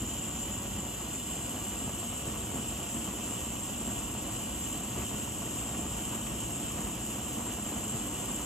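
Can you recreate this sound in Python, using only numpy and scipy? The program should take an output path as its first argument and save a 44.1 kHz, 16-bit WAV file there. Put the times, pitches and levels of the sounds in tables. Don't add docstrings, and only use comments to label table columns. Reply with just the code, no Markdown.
import sys
import numpy as np
from scipy import signal
from scipy.fft import rfft, irfft
from scipy.io import wavfile
from scipy.ndimage import uniform_filter1d, map_coordinates

SR = 44100
rng = np.random.default_rng(int(sys.argv[2]) if len(sys.argv) > 2 else 0)


def file_out(sig):
    cols = np.atleast_2d(sig).T
    lim = np.clip(cols, -1, 1)
    pcm = np.round(lim * 32767).astype(np.int16)
    wavfile.write(sys.argv[1], SR, pcm)


N = 372644
TIME = np.arange(N) / SR
FREQ = np.maximum(np.arange(N // 2 + 1) * SR / N, 1)

# echo delay in ms, level in dB before each source's own echo level.
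SURFACES = [(2.3, -15), (4.1, -11.5), (6.4, -13.5), (9.7, -17.5), (14.2, -4)]
# frequency in Hz, relative level in dB per Hz.
JET_SPECTRUM = [(3000, -40), (4900, -20), (5400, -12), (5750, -19), (6150, -5.5), (6330, -10), (6550, -3),
                (6750, .7), (7200, .3), (8400, 0), (8750, -.4), (9050, -3.5), (10000, -8.2), (11000, -11.7),
                (12400, -7.9), (14000, -12.3), (15200, -10.3), (17000, -25)]
# frequency in Hz, relative level in dB per Hz.
CHAMBER_BAND = [(6300, -60), (6900, -20), (7100, -9), (7230, -8.5), (7380, -1.5), (7530, 0), (7700, -3),
                (7880, -8.5), (8100, -4.3), (8300, -7.5), (8550, -23), (9000, -60)]
# time in seconds, note in Hz, whistle level in dB.
NOTE = [(0, 7335, -45), (.38, 7345, -45), (.55, 7380, -55), (1.1, 7400, -51), (1.4, 7530, -53),
        (2.9, 7540, -57), (3.7, 7530, -49), (4.3, 7540, -55), (5.7, 7530, -53), (5.9, 7500, -47),
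        (6.5, 7550, -48), (7.0, 7540, -51), (7.95, 7530, -47), (8.45, 7500, -49)]
# frequency in Hz, left minus right in dB, room level in dB, lead of the left port in ms.
JET_PATH = [(5400, -4, -4, .165), (5800, -1.5, -9, .171), (6500, -2, -8, .159), (7000, -.5, -9, .162),
            (7300, 2.2, -10, .169), (8100, 1.1, -11, .167), (8800, 0, -24, .168), (9200, 0, -32, .163),
            (9600, 0, -24, .159), (10200, 0, -12, .161), (11200, 0, -13, .167), (12400, 0, -18, .162),
            (13500, 0, -11, .162), (14400, 0, -14, .162), (14900, 0, -22, .166), (15600, 0, -28, .161)]
# frequency in Hz, relative level in dB per Hz.
RUSH_SPECTRUM = [(800, -4), (1800, -2.2), (2200, -3.5), (2600, 4.5), (3300, 4), (4100, -5), (5000, -5),
                 (6000, 0), (8000, -42)]
# frequency in Hz, width in Hz, peak in dB.
TUBE_RESONANCES = [(2460, 70, 4), (2765, 90, 5.3), (2890, 110, 5), (3000, 120, 8.5), (3150, 50, 3),
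                   (4090, 80, 2.5)]
# frequency in Hz, relative level in dB per Hz.
FLAME_SPECTRUM = [(20, -36), (32, -20), (55, 2.5), (90, -4), (150, -4), (220, -1.13), (310, -2.5),
                  (410, -11.8), (600, -14), (800, -16.5), (1130, -14.5), (1600, -25), (2100, -25),
                  (2400, -26), (5000, -40), (12000, -94)]
# frequency in Hz, width in Hz, peak in dB.
BOOMS = [(113.3, 19, 6.5), (205, 21, 5), (233, 35, 1.5), (434, 28, 3.5), (521, 27, 3), (558, 15, 6),
         (687, 27, 7), (729, 45, 6.5), (914, 47, 3.5)]
# frequency in Hz, width in Hz, peak in dB.
CLUTTER_NOTES = [(650, 80, 2.5), (1730, 130, 11.5)]
SCATTER_HZ, SCATTER_DB = [30, 80, 250, 600, 1100], [-41, -14, -20.5, -3.5, -9.0]
# centre in seconds, half length in seconds, change of the low roar in dB, change of the flutter in dB.
FLARES = [(.035, .03, 4.5, 0), (.63, .02, -3, 0), (.77, .03, 2.8, 0), (.96, .04, -2, 0),
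          (1.23, .05, -2, -2.5), (1.87, .025, 4.5, 1.5), (2.03, .03, -2.5, 0), (2.18, .06, -2.2, -1.2),
          (2.285, .025, 3, 3), (2.37, .02, 1, 3.2), (2.565, .04, 4.3, 2.2), (2.89, .028, -4.5, -.5),
          (2.97, .03, 4.3, 0), (3.08, .02, 1.5, 4), (3.66, .025, -3, 0), (3.9, .04, 3, .8),
          (3.98, .02, 0, 3), (4.99, .035, 4.8, 4.5), (5.075, .025, -2, -2.5), (5.15, .025, 3.5, 1.5),
          (5.82, .06, 3, 2), (5.96, .035, 0, 3), (6.135, .028, 0, 5.5), (6.33, .02, 2.8, 1.8),
          (6.78, .03, 3.3, 2.2), (6.86, .025, 3, 1.8), (7.385, .045, 1.8, 3), (7.78, .03, 3.5, 1),
          (7.95, .025, 5, 1.2), (8.07, .02, 3, 1), (8.3, .02, 2.3, 3)]
# time in seconds, change in dB.
RUMBLE = [(0, 1), (.4, 1.2), (.7, 3.3), (.97, -2), (1.5, -.5), (2.0, .8), (2.55, 1), (3.3, -.5), (4.1, 1.6),
          (4.88, -.5), (5.03, 1.5), (5.3, .2), (5.85, 1), (6.4, 1.8), (6.9, .3), (7.45, -1), (8.45, -1)]

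ROOM_T60_S, ROOM_SWAY_MS = 0.14, 0.035
JET_DB, CHAMBER_DB, BURNER_DB = -42.6, -41.4, -47
JET_RISE_DB_PER_S = 0.05
CHAMBER_HZ, NOTE_WOBBLE_HZ = 7530, 30.24
ROAR_DB, ROAR_RISE_DB_PER_S = -39, 0.1
FLUTTER_HZ, FLUTTER_RISE_DB_PER_S = 420, 0.07
RUMBLE_HZ = 137
TOP_HZ = 15057


def undb(db):
    return 10 ** (np.asarray(db) / 20)


def unit(x):
    return x / np.sqrt(np.mean(x ** 2))


def walk(rate):
    knots = rng.standard_normal(N // 32)
    return unit(map_coordinates(knots, [2 * rate * TIME], order=3, mode="wrap"))


def across(table, column=1):
    rows = np.array(table)
    return np.interp(np.log(FREQ), np.log(rows[:, 0]), rows[:, column])


def colour(x, spectrum, resonances=()):
    shape_db = across(spectrum)
    for centre, width, peak in resonances:
        shape_db = shape_db + peak / (1 + (2 * (FREQ - centre) / width) ** 2)
    return unit(irfft(rfft(x) * undb(shape_db), N))


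def below(x, hz):
    return irfft(rfft(x) / (1 + (FREQ / hz) ** 4), N)


def even(x, seconds, amount):
    power = uniform_filter1d(np.mean(x ** 2, axis=0), int(seconds * SR))
    power = uniform_filter1d(power, int(seconds * SR / 2))
    return x * (power / np.mean(power)) ** (-amount / 2)


def eddies(rate, depth_db):
    return rng.standard_normal(N) * undb(depth_db * walk(rate))


def swayed(x, ms, sway_ms):
    delay = (ms + sway_ms * walk(.7)) * SR / 1000
    return map_coordinates(x, [np.arange(N) - delay], order=3, mode="wrap")


def glance(x, sway_ms, echo_db):
    echoes = sum(undb(db + echo_db) * swayed(x, ms, sway_ms) for ms, db in SURFACES)
    return unit(x + echoes)


def ports(x, lead_ms, pan_db, room_db, alike_hz=450):
    t = TIME[:SR // 2]
    tails = rng.standard_normal((2, len(t))) * undb(-60 * t / ROOM_T60_S)
    tails = tails / np.sqrt(np.sum(tails ** 2, axis=1, keepdims=True))
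    common, apart = rfft(tails, N)
    left_right = np.array([[1], [-1]])
    spread = FREQ / np.hypot(FREQ, alike_hz)
    tail = spread * (common + left_right * apart) / np.sqrt(2)
    room = tail * rfft(swayed(x, 0, ROOM_SWAY_MS))
    direct = undb(left_right * pan_db / 2) * np.exp(1j * np.pi * FREQ * left_right * lead_ms / 1000)
    return unit(irfft(rfft(x) * direct + undb(room_db) * room, N))


def jet():
    s, note_hz, whistle_db = np.transpose(NOTE)
    hz = np.interp(TIME, s, note_hz) + NOTE_WOBBLE_HZ * walk(9)
    hiss = colour(eddies(rate=33, depth_db=0.84), JET_SPECTRUM) * undb(JET_DB)
    drift = np.exp(2j * np.pi * np.cumsum(hz - CHAMBER_HZ) / SR)
    band = colour(eddies(rate=41, depth_db=1.6), CHAMBER_BAND)
    chamber = np.real(signal.hilbert(band) * drift) * undb(CHAMBER_DB)
    wander = walk(65) + 1j * walk(65)
    whistle = unit(np.real(wander * np.exp(2j * np.pi * np.cumsum(hz) / SR)))
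    source = hiss + chamber + whistle * undb(np.interp(TIME, s, whistle_db))
    rise = undb(JET_RISE_DB_PER_S * (TIME - np.mean(TIME)))
    echoed = glance(source * rise, sway_ms=.07, echo_db=-5)
    pan_db, room_db, lead_ms = [across(JET_PATH, column) for column in (1, 2, 3)]
    return ports(echoed, lead_ms, pan_db, room_db) * np.std(source)


def burner():
    rush = colour(eddies(rate=30, depth_db=.5), RUSH_SPECTRUM, TUBE_RESONANCES)
    echoed = glance(rush, sway_ms=0.086, echo_db=-13.5)
    return ports(echoed, lead_ms=-0.048, pan_db=-4.5, room_db=-2.5) * undb(BURNER_DB)


def flame():
    small = FREQ / np.hypot(FREQ, FLUTTER_HZ)
    rolling = rfft(rng.standard_normal(N)) * np.sqrt(1 - small ** 2)
    bursts = rfft(eddies(rate=200, depth_db=2.0) * undb(1.38 * walk(16))) * small
    roar = colour(irfft(rolling + bursts, N), FLAME_SPECTRUM, BOOMS)
    heard = ports(roar, lead_ms=.025, pan_db=-.5, room_db=-8, alike_hz=900)
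    share = np.interp(FREQ, SCATTER_HZ, undb(SCATTER_DB))
    clutter = colour(eddies(rate=60, depth_db=2.5), FLAME_SPECTRUM, CLUTTER_NOTES)
    scattered = irfft(rfft(clutter) * share, N)
    heard = heard + np.array([[1], [-1]]) * scattered
    low_db = 0
    flutter_db = FLUTTER_RISE_DB_PER_S * (TIME - np.mean(TIME))
    for s, length, low_change, flutter_change in FLARES:
        puff = np.exp(-((TIME - s) / length) ** 2)
        low_db = low_db + low_change * puff
        flutter_db = flutter_db + flutter_change * puff
    low = below(heard, FLUTTER_HZ)
    flutter = heard - low
    heard = even(low, .06, .7) * undb(low_db) + even(flutter, .08, .3) * undb(flutter_db)
    rumble_gain = undb(np.interp(TIME, *np.transpose(RUMBLE)))
    heard = heard + below(heard, RUMBLE_HZ) * (rumble_gain - 1)
    return unit(heard) * undb(ROAR_DB + ROAR_RISE_DB_PER_S * TIME)


def scene():
    flow = undb(0.35 * walk(7.1))
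    return flame() + flow * (burner() + jet())


def record(dry):
    low_pass = signal.ellip(10, .1, 80, TOP_HZ, fs=SR, output="sos")
    return signal.sosfilt(low_pass, dry)


dry = scene()
out = record(dry)
file_out(out)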